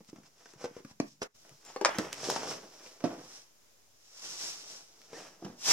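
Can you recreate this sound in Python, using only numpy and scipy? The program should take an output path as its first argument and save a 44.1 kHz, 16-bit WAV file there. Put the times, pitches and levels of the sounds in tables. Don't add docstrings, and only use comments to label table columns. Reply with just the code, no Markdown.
import sys
import numpy as np
from scipy import signal
from scipy.fft import rfft, irfft
from scipy.io import wavfile
from scipy.ndimage import uniform_filter1d, map_coordinates

SR = 44100
rng = np.random.default_rng(int(sys.argv[2]) if len(sys.argv) > 2 else 0)


def dump(signal):
    limited = np.clip(np.atleast_2d(signal).T, -1, 1)
    pcm = np.round(limited * 32767).astype(np.int16)
    wavfile.write(sys.argv[1], SR, pcm)


N = 252252

# start in seconds, level in dB, main mode in Hz, nominal cycles to fade
# 60 dB, rattle in dB, boost of the upper modes in dB, bass cutoff as a share of the main mode.
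KNOCKS = [(0.004, -39.5, 212, 10.5, -12, 7, 0.81), (0.086, -46.5, 221, 15, -4, -3, 0.21),
          (0.128, -32.5, 335, 10, -18, -3, .4), (0.158, -48.5, 204, 17, 2, -8, 0.26),
          (0.182, -42, 237, 18, -19, -9, 0.37), (0.232, -56.5, 172, 15, 6, 7, 0.38),
          (0.456, -51, 432, 15, 13, -11, 0.38), (0.535, -43, 416, 15, -3, 6, .28),
          (0.555, -50.5, 156, 15, -8, -8, 0.24), (0.611, -41, 478, 24, 2, -4, .3),
          (0.64, -23, 476, 31, -5.5, -23, 0.15), (0.654, -28, 475, 15, -3, -6, 0.2),
          (0.708, -43, 300, 12, -19, -7, .35), (0.764, -31.5, 486, 23, -10, -3, .1),
          (0.801, -43.5, 366, 12, -6, -5, 0.32), (0.847, -33, 269, 11, -6.5, 2.5, 0.29),
          (0.91, -44, 198, 3, -1.5, -2, 0.24), (0.999, -14, 292, 7, -7.5, 3, 0.6),
          (1.045, -55, 296, 13, -14, -13, .4), (1.216, -26.5, 421, 30, 1.5, 4.5, 0.082),
          (1.448, -50, 665, 18, -3, 8, 0.35), (1.51, -53, 142, 19, -5, 2, 0.38),
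          (1.699, -37.5, 890, 47, -17, 8, 0.62), (1.76, -24, 518, 21, -11.5, 10, 0.56),
          (1.81, -21.5, 398, 31.5, -10, 4, 0.75), (1.847, -7, 1246, 25.5, 2.5, 7, 0.87),
          (1.855, -18.5, 682, 22, 7.5, 18, 0.54), (1.863, -25.5, 858, 7, 9.5, -1.5, 0.35),
          (1.889, -25.5, 896, 27, 0.5, -1, .32), (1.983, -22, 243, 15.5, 0, 4.5, 0.37),
          (1.994, -21.5, 304, 10.5, -10, 9.5, 0.65), (2.285, -23.5, 480, 19, -19, -8, 0.39),
          (2.298, -18.5, 1030, 16, 1, -9, 0.61), (2.36, -21, 923, 38, -2, 13, 0.22),
          (2.43, -32.5, 700, 27, 4, 4, .3), (2.86, -47.5, 492, 21, 8, -7, 0.39),
          (3.003, -48, 460, 27, 6, -3, 0.86), (3.038, -18.5, 294, 29.5, -12, 4.5, 0.41),
          (3.047, -23, 700, 26, -14, -1, 0.57), (3.054, -24, 336, 16, -11, 2, 0.32),
          (3.129, -36, 328, 42, -24, 4, 0.42), (3.176, -42, 294, 24, -17.5, -1, 0.39),
          (5.128, -38.5, 460, 45, -3, -3.5, 0.25), (5.421, -35, 325, 30, -22, 2.5, 0.45),
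          (5.445, -34.5, 188.5, 15, -4.5, 3, 0.55), (5.461, -32.5, 336, 19, -17, 5, 0.41),
          (5.496, -41.5, 238, 25, -11, -2, 0.23), (5.515, -45.5, 239, 32, -12, -5, 0.3)]
# ratio to the main mode, level in dB, share of the nominal ring time.
BOARD_MODES = [(.6, -11, 0.8), (0.858, -7, 1.02), (1.002, -1.5, 1.09), (1.198, -9, .9), (1.5, -12, 0.86),
               (2.1, -2, 0.39), (2.799, -14, 0.39), (3.899, -12.5, .5), (5.3, -15.5, .4)]
# start in seconds, peak in dB.
TICKS = [(0.046, -45), (0.099, -52), (0.232, -49), (0.5345, -42), (0.6452, -29), (0.849, -40),
         (1.0006, -28.5), (1.2198, -35), (1.492, -40.5), (1.6493, -37.5), (1.7611, -35), (1.8128, -29),
         (1.8474, -29), (1.8539, -36), (1.892, -47), (1.9844, -14.5), (2.126, -27), (2.1283, -16.5),
         (2.1415, -35), (2.301, -18), (2.8883, -53), (3.041, -33), (5.016, -38.5), (5.4497, -37)]
# time of the peak, rise and fall in seconds,
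# then the levels of fibre hiss, board grumble and scrape in dB.
STROKES = [(0.1, 0.034, 0.0062, -51.5, -74, -62), (0.176, 0.074, 0.096, -67, -62, -67),
           (0.263, 0.039, 0.034, -60, -64, -63), (0.41, 0.072, 0.085, -64, -65, -64),
           (0.52, 0.25, 0.062, -59, -66.5, -65.5), (0.625, 0.055, 0.091, -52.5, -50.5, -52),
           (0.79, 0.13, 0.038, -60, -83, -59), (0.915, 0.11, 0.02, -57.5, -70, -63),
           (1.02, 0.037, 0.046, -79, -79, -80), (1.12, 0.12, 0.067, -58, -99, -86),
           (1.232, 0.019, 0.01, -40.5, -42.5, -59), (1.37, 0.13, 0.8, -65, -88, -81),
           (1.48, 0.099, 0.28, -71.5, -68, -73), (1.684, 0.073, 0.21, -56.5, -61, -57.5),
           (1.859, .03, 0.32, -52, -53.5, -40.5), (2.009, .08, 0.13, -51, -41.5, -70),
           (2.251, .15, 0.082, -43, -45.5, -47.5), (2.309, 0.11, 0.17, -38.5, -41, -50.5),
           (2.42, 0.17, 0.12, -53.5, -43.5, -45), (2.508, 0.13, 0.11, -43, -44, -46.5),
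           (2.63, 0.13, 0.12, -58, -54, -63.5), (2.867, 0.39, 0.21, -56, -60.5, -61),
           (3.061, 0.058, 0.23, -55.5, -44.5, -53), (3.349, 0.3, 0.14, -53.5, -67, -63),
           (4.27, .15, .2, -47.5, -64.5, -57.5), (4.451, 0.33, 0.22, -40, -58.5, -54),
           (4.72, .17, 0.18, -48.5, -59.5, -61.5), (5.05, 0.53, 0.22, -63, -69, -72),
           (5.179, .1, 0.21, -52, -51.5, -54), (5.46, 0.093, 0.17, -62, -53, -65),
           (5.661, 0.063, 0.086, -36, -56, -49.5), (5.715, 0.062, .1, -22, -41, -33)]
# start in seconds, pitch in Hz, level in dB, rise in ms.
SQUEAKS = [(0.458, 1520, -48.5, 2.2), (1.65, 7100, -56.5, 18), (1.762, 4400, -44.5, 3),
           (1.813, 4500, -50, 3), (1.948, 6200, -43, 3.2), (5.14, 1820, -51.5, 10)]

# frequency in Hz, level in dB before colour() scales it by its contrast.
RATTLE_SPECTRUM = [(80, -40), (200, -2), (500, 6.5), (1200, 5), (2500, -3.5), (4200, -11), (5600, 0),
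                   (9000, -25), (15500, -61)]
TICK_SPECTRUM = [(400, -24), (1200, -5), (2500, -3), (4200, -4), (5600, 0), (8000, -6), (12000, -15),
                 (16000, -24)]
FIBRE_SPECTRUM = [(880, -32.5), (1500, -16.5), (1810, -19.5), (1960, -19), (2360, -14), (2660, -11.5),
                  (4430, -7), (5510, 4.5), (9280, -19.5), (12200, -25.5), (13800, -40), (15300, -36.5),
                  (15800, -51)]
GRUMBLE_SPECTRUM = [(24, -97), (40, -49), (150, -11), (206, -13), (287, -6), (446, -3.5), (496, -8),
                    (568, -6), (661, -6.5), (1500, -26.5), (1950, -48), (3300, -120)]
SCRAPE_SPECTRUM = [(400, -16), (800, 0.5), (1200, -0.5), (2000, -4), (3200, -9), (5000, -36.5)]
HISS_SPECTRUM = [(15, -38), (25, 8), (36, -20), (107, -7), (137, -11), (587, -5.5), (729, -11), (2090, -16),
                 (3880, -15), (4570, -16.5), (4950, -9.5), (7030, -9.5), (8050, -20.5), (12100, -20),
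                 (15800, -25)]

# band centre in Hz, time to fade 60 dB in seconds, level in dB.
ROOM_BANDS = [(123, 0.9, -11.5), (293, 0.16, -9.5), (700, 0.19, -9.5), (1510, 0.24, -9), (3050, 0.12, -11),
              (6000, 0.12, -15), (12000, 0.19, -16.5)]
# time in seconds, lag of the left microphone in ms.
LEFT_LAG = [(.75, 0.043), (1.25, 0.21), (1.75, -0.06), (2.25, 0.043), (3.25, 0.091), (3.75, 0.15),
            (4.75, 0.13), (5.6, -0.075)]
# frequency in Hz, left minus right in dB.
PORT_BALANCE = [(60, -1), (110, -1), (200, -1), (380, -1), (700, -1.5), (1290, -0.5), (2380, 0),
                (4400, -4.5), (8120, 6), (15000, 6)]
# start in seconds, end in seconds, gain in dB.
DIPS = [(0, .995, -3), (1.09, 1.215, -5), (1.275, 1.345, -15)]

CONTACT_MS, TICK_DECAY_MS = 0.86, 0.56
STACK_PAN_DB, KNOCK_SCATTER_DB, TICK_SCATTER_DB = 1.3, 2.5, 6.5
STROKE_DROP_DB, STROKE_ROUNDNESS = 20, 1.32
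FIBRE_WIDTH = .65
WALL_MS, WALL_DB, COHERENT_BELOW_HZ = 6.1, -19, 651
HISS_DB, HUM_DB, HUM_BAND_HZ = -65.5, -87, (89, 111)
CONTACT_DELAY_MS = 1.6
LOW_CUT_HZ, TOP_CUT_HZ, DC_OFFSET, DIP_RAMP_S = 42.8, 15900, -.0004, .012
SIDES = np.array([[1], [-1]])


def board_knocks():
    t = np.arange(SR // 3) / SR
    ratio, mode_db, ring_share = np.transpose(BOARD_MODES)[:, :, None]
    scatter = rng.standard_normal((len(KNOCKS), 2, len(BOARD_MODES), 1))
    noises = rng.standard_normal((len(KNOCKS), len(t)))
    pans_db = STACK_PAN_DB + KNOCK_SCATTER_DB * rng.standard_normal(len(KNOCKS))
    force = np.sin(np.pi * np.clip(t[:400] * 1000 / CONTACT_MS, 0, 1))
    out = np.zeros((2, N + len(t)))
    for knock, (detune, spot), noise, pan_db in zip(KNOCKS, scatter, noises, pans_db):
        start, db, hz, cycles, rattle_db, upper_db, cutoff_share = knock
        log_decay = -np.log(1000) * t * hz / cycles
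        strength = undb(mode_db + upper_db * (ratio > 4 / 3) + 0.49 * spot)
        mode_hz = hz * ratio * (1 + 0.016 * detune)
        modes = strength * np.exp(log_decay / ring_share) * np.sin(2 * np.pi * mode_hz * t)
        ring = np.convolve(modes.sum(axis=0), force)[:len(t)]
        ring *= 1 - np.exp(-t * hz / .6)
        rattle = undb(rattle_db) * colour(noise * np.exp(log_decay / 0.84), RATTLE_SPECTRUM)
        blow = butterworth(ring / np.abs(ring).max() + rattle, 3, cutoff_share * hz, "highpass")
        out[:, int(start * SR):][:, :len(t)] += undb(db + SIDES * pan_db / 2) * blow
    return out[:, :N]


def edge_ticks():
    t = np.arange(SR // 50) / SR
    noises = rng.standard_normal((len(TICKS), len(t)))
    pans_db = TICK_SCATTER_DB * rng.standard_normal(len(TICKS))
    out = np.zeros((2, N + len(t)))
    for (start, db), noise, pan_db in zip(TICKS, noises, pans_db):
        burst = (noise + 5 * (t == 0)) * np.exp(-t * 1000 / TICK_DECAY_MS)
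        tick = colour(burst, TICK_SPECTRUM)
        tick /= np.abs(tick).max()
        out[:, int(start * SR):][:, :len(t)] += undb(db + SIDES * pan_db / 2) * tick
    return out[:, :N]


def rubbing():
    hiss_gain, grumble_gain, scrape_gain = stroke_envelopes()
    slip = wander(49)
    mid, side = (friction_noise(12000, 1.8, FIBRE_SPECTRUM) for _ in range(2))
    hiss = (mid + FIBRE_WIDTH * side * SIDES) * hiss_gain * undb(.7 * wander(70) + .4 * slip)
    grumble = friction_noise(2500, 1.5, GRUMBLE_SPECTRUM) * grumble_gain * undb(1.5 * slip)
    scrape = friction_noise(5000, 2.2, SCRAPE_SPECTRUM) * scrape_gain * undb(1.2 * slip)
    return hiss + grumble + scrape


def stroke_envelopes():
    t = np.arange(0, N + 32, 32) / SR
    power = 0
    for peak_s, rise_s, fall_s, *levels_db in STROKES:
        from_peak = np.where(t < peak_s, (peak_s - t) / rise_s, (t - peak_s) / fall_s)
        drop_db = STROKE_DROP_DB * from_peak ** STROKE_ROUNDNESS
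        power += undb(np.array(levels_db)[:, None] - drop_db) ** 2
    return [np.interp(np.arange(N) / SR, t, np.sqrt(layer)) for layer in power]


def friction_noise(per_second, spread_db, spectrum):
    caught = rng.random(N) < per_second / SR
    clicks = caught * rng.standard_normal(N)
    sizes = undb(spread_db * np.minimum(rng.exponential(size=N), 4))
    return unit_rms(colour(clicks * sizes, spectrum))


def squeaks():
    t = np.arange(N) / SR
    waver = 1 + .025 * wander(300)
    flutter = undb(4 * wander(250))
    out = np.zeros(N)
    for start, hz, db, rise_ms in SQUEAKS:
        age = np.clip(t - start, 0, None) * 1000 / rise_ms
        phase = 2 * np.pi * np.cumsum(hz * waver) / SR
        out += undb(db) * age * np.exp(1 - age) * np.sin(phase)
    return out * flutter


def reverberation(x):
    hop = SR // 10
    window = np.sin(np.pi * np.arange(2 * hop) / (2 * hop))
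    x = np.pad(x, (hop, 2 * hop))
    wet = np.zeros((2, N + SR))
    for at in range(0, N + hop, hop):
        part = signal.fftconvolve((x[at:at + 2 * hop] * window)[None], room_response(), axes=1)
        wet[:, at:at + part.shape[1]] += part
    return wet[:, hop:hop + N]


def room_response():
    t = np.arange(SR // 3) / SR
    out = np.zeros((2, len(t)))
    for hz, t60, db in ROOM_BANDS:
        mid, side = butterworth(rng.standard_normal((2, len(t))), 2, [hz / 1.5, hz * 1.5], "bandpass")
        width = min((hz / COHERENT_BELOW_HZ) ** 1.5, 1.3)
        envelope = (1 - np.exp(-(t / .005) ** 2)) * np.exp(-np.log(1000) * t / t60)
        out += undb(db) * (mid + width * side * SIDES) * envelope / np.linalg.norm(envelope)
    out[:, int(WALL_MS * SR / 1000)] += undb(WALL_DB)
    return out


def hiss_and_hum():
    hiss = np.array([unit_rms(colour(rng.standard_normal(N), HISS_SPECTRUM)) for _ in range(2)])
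    hum = butterworth(rng.standard_normal(N), 2, HUM_BAND_HZ, "bandpass")
    return undb(HISS_DB + .5 * wander(5)) * hiss + undb(HUM_DB) * unit_rms(hum)


def colour(x, spectrum, contrast=0.79):
    hz, db = np.transpose(spectrum)
    log_hz = np.log(np.fft.rfftfreq(4096, 1 / SR) + 1)
    log_gain = contrast * np.interp(log_hz, np.log(hz), db) * np.log(10) / 20
    cepstrum = irfft(log_gain)
    cepstrum[1:2048] *= 2
    cepstrum[2049:] = 0
    return signal.fftconvolve(x, irfft(np.exp(rfft(cepstrum))))[:len(x)]


def wander(per_second):
    hold = int(SR / per_second)
    steps = np.repeat(rng.standard_normal(N // 20), hold)[:N]
    smooth = uniform_filter1d(uniform_filter1d(steps, hold), hold)
    return smooth / smooth.std()


def butterworth(x, order, hz, kind):
    return signal.sosfilt(signal.butter(order, hz, kind, fs=SR, output="sos"), x)


def undb(db):
    return 10 ** (np.asarray(db) / 20)


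def unit_rms(x):
    return x / np.sqrt(np.mean(x ** 2))


def scene():
    delay = int(CONTACT_DELAY_MS * SR / 1000)
    contacts = np.roll(board_knocks() + edge_ticks() + squeaks(), delay, axis=1)
    left, right = butterworth(contacts + rubbing(), 2, LOW_CUT_HZ, "highpass")
    wet = reverberation((left + right) / 2)
    lag = np.interp(np.arange(N) / SR, *np.transpose(LEFT_LAG)) * SR / 1000
    left = map_coordinates(left, [np.arange(N) - lag], order=3, mode="nearest")
    left, right = np.array([left, right]) + wet
    ports = [colour(left, PORT_BALANCE, contrast=.5), colour(right, PORT_BALANCE, contrast=-.5)]
    return np.array(ports) + hiss_and_hum()


def record(dry):
    t = np.arange(N) / SR
    dip_db = np.zeros(N)
    for start, end, db in DIPS:
        dip_db += db * np.clip(np.minimum(t - start, end - t) / DIP_RAMP_S + .5, 0, 1)
    top_cut = signal.ellip(10, .2, 70, TOP_CUT_HZ, fs=SR, output="sos")
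    return signal.sosfilt(top_cut, (dry + DC_OFFSET) * undb(dip_db))


dry = scene()
out = record(dry)
dump(out)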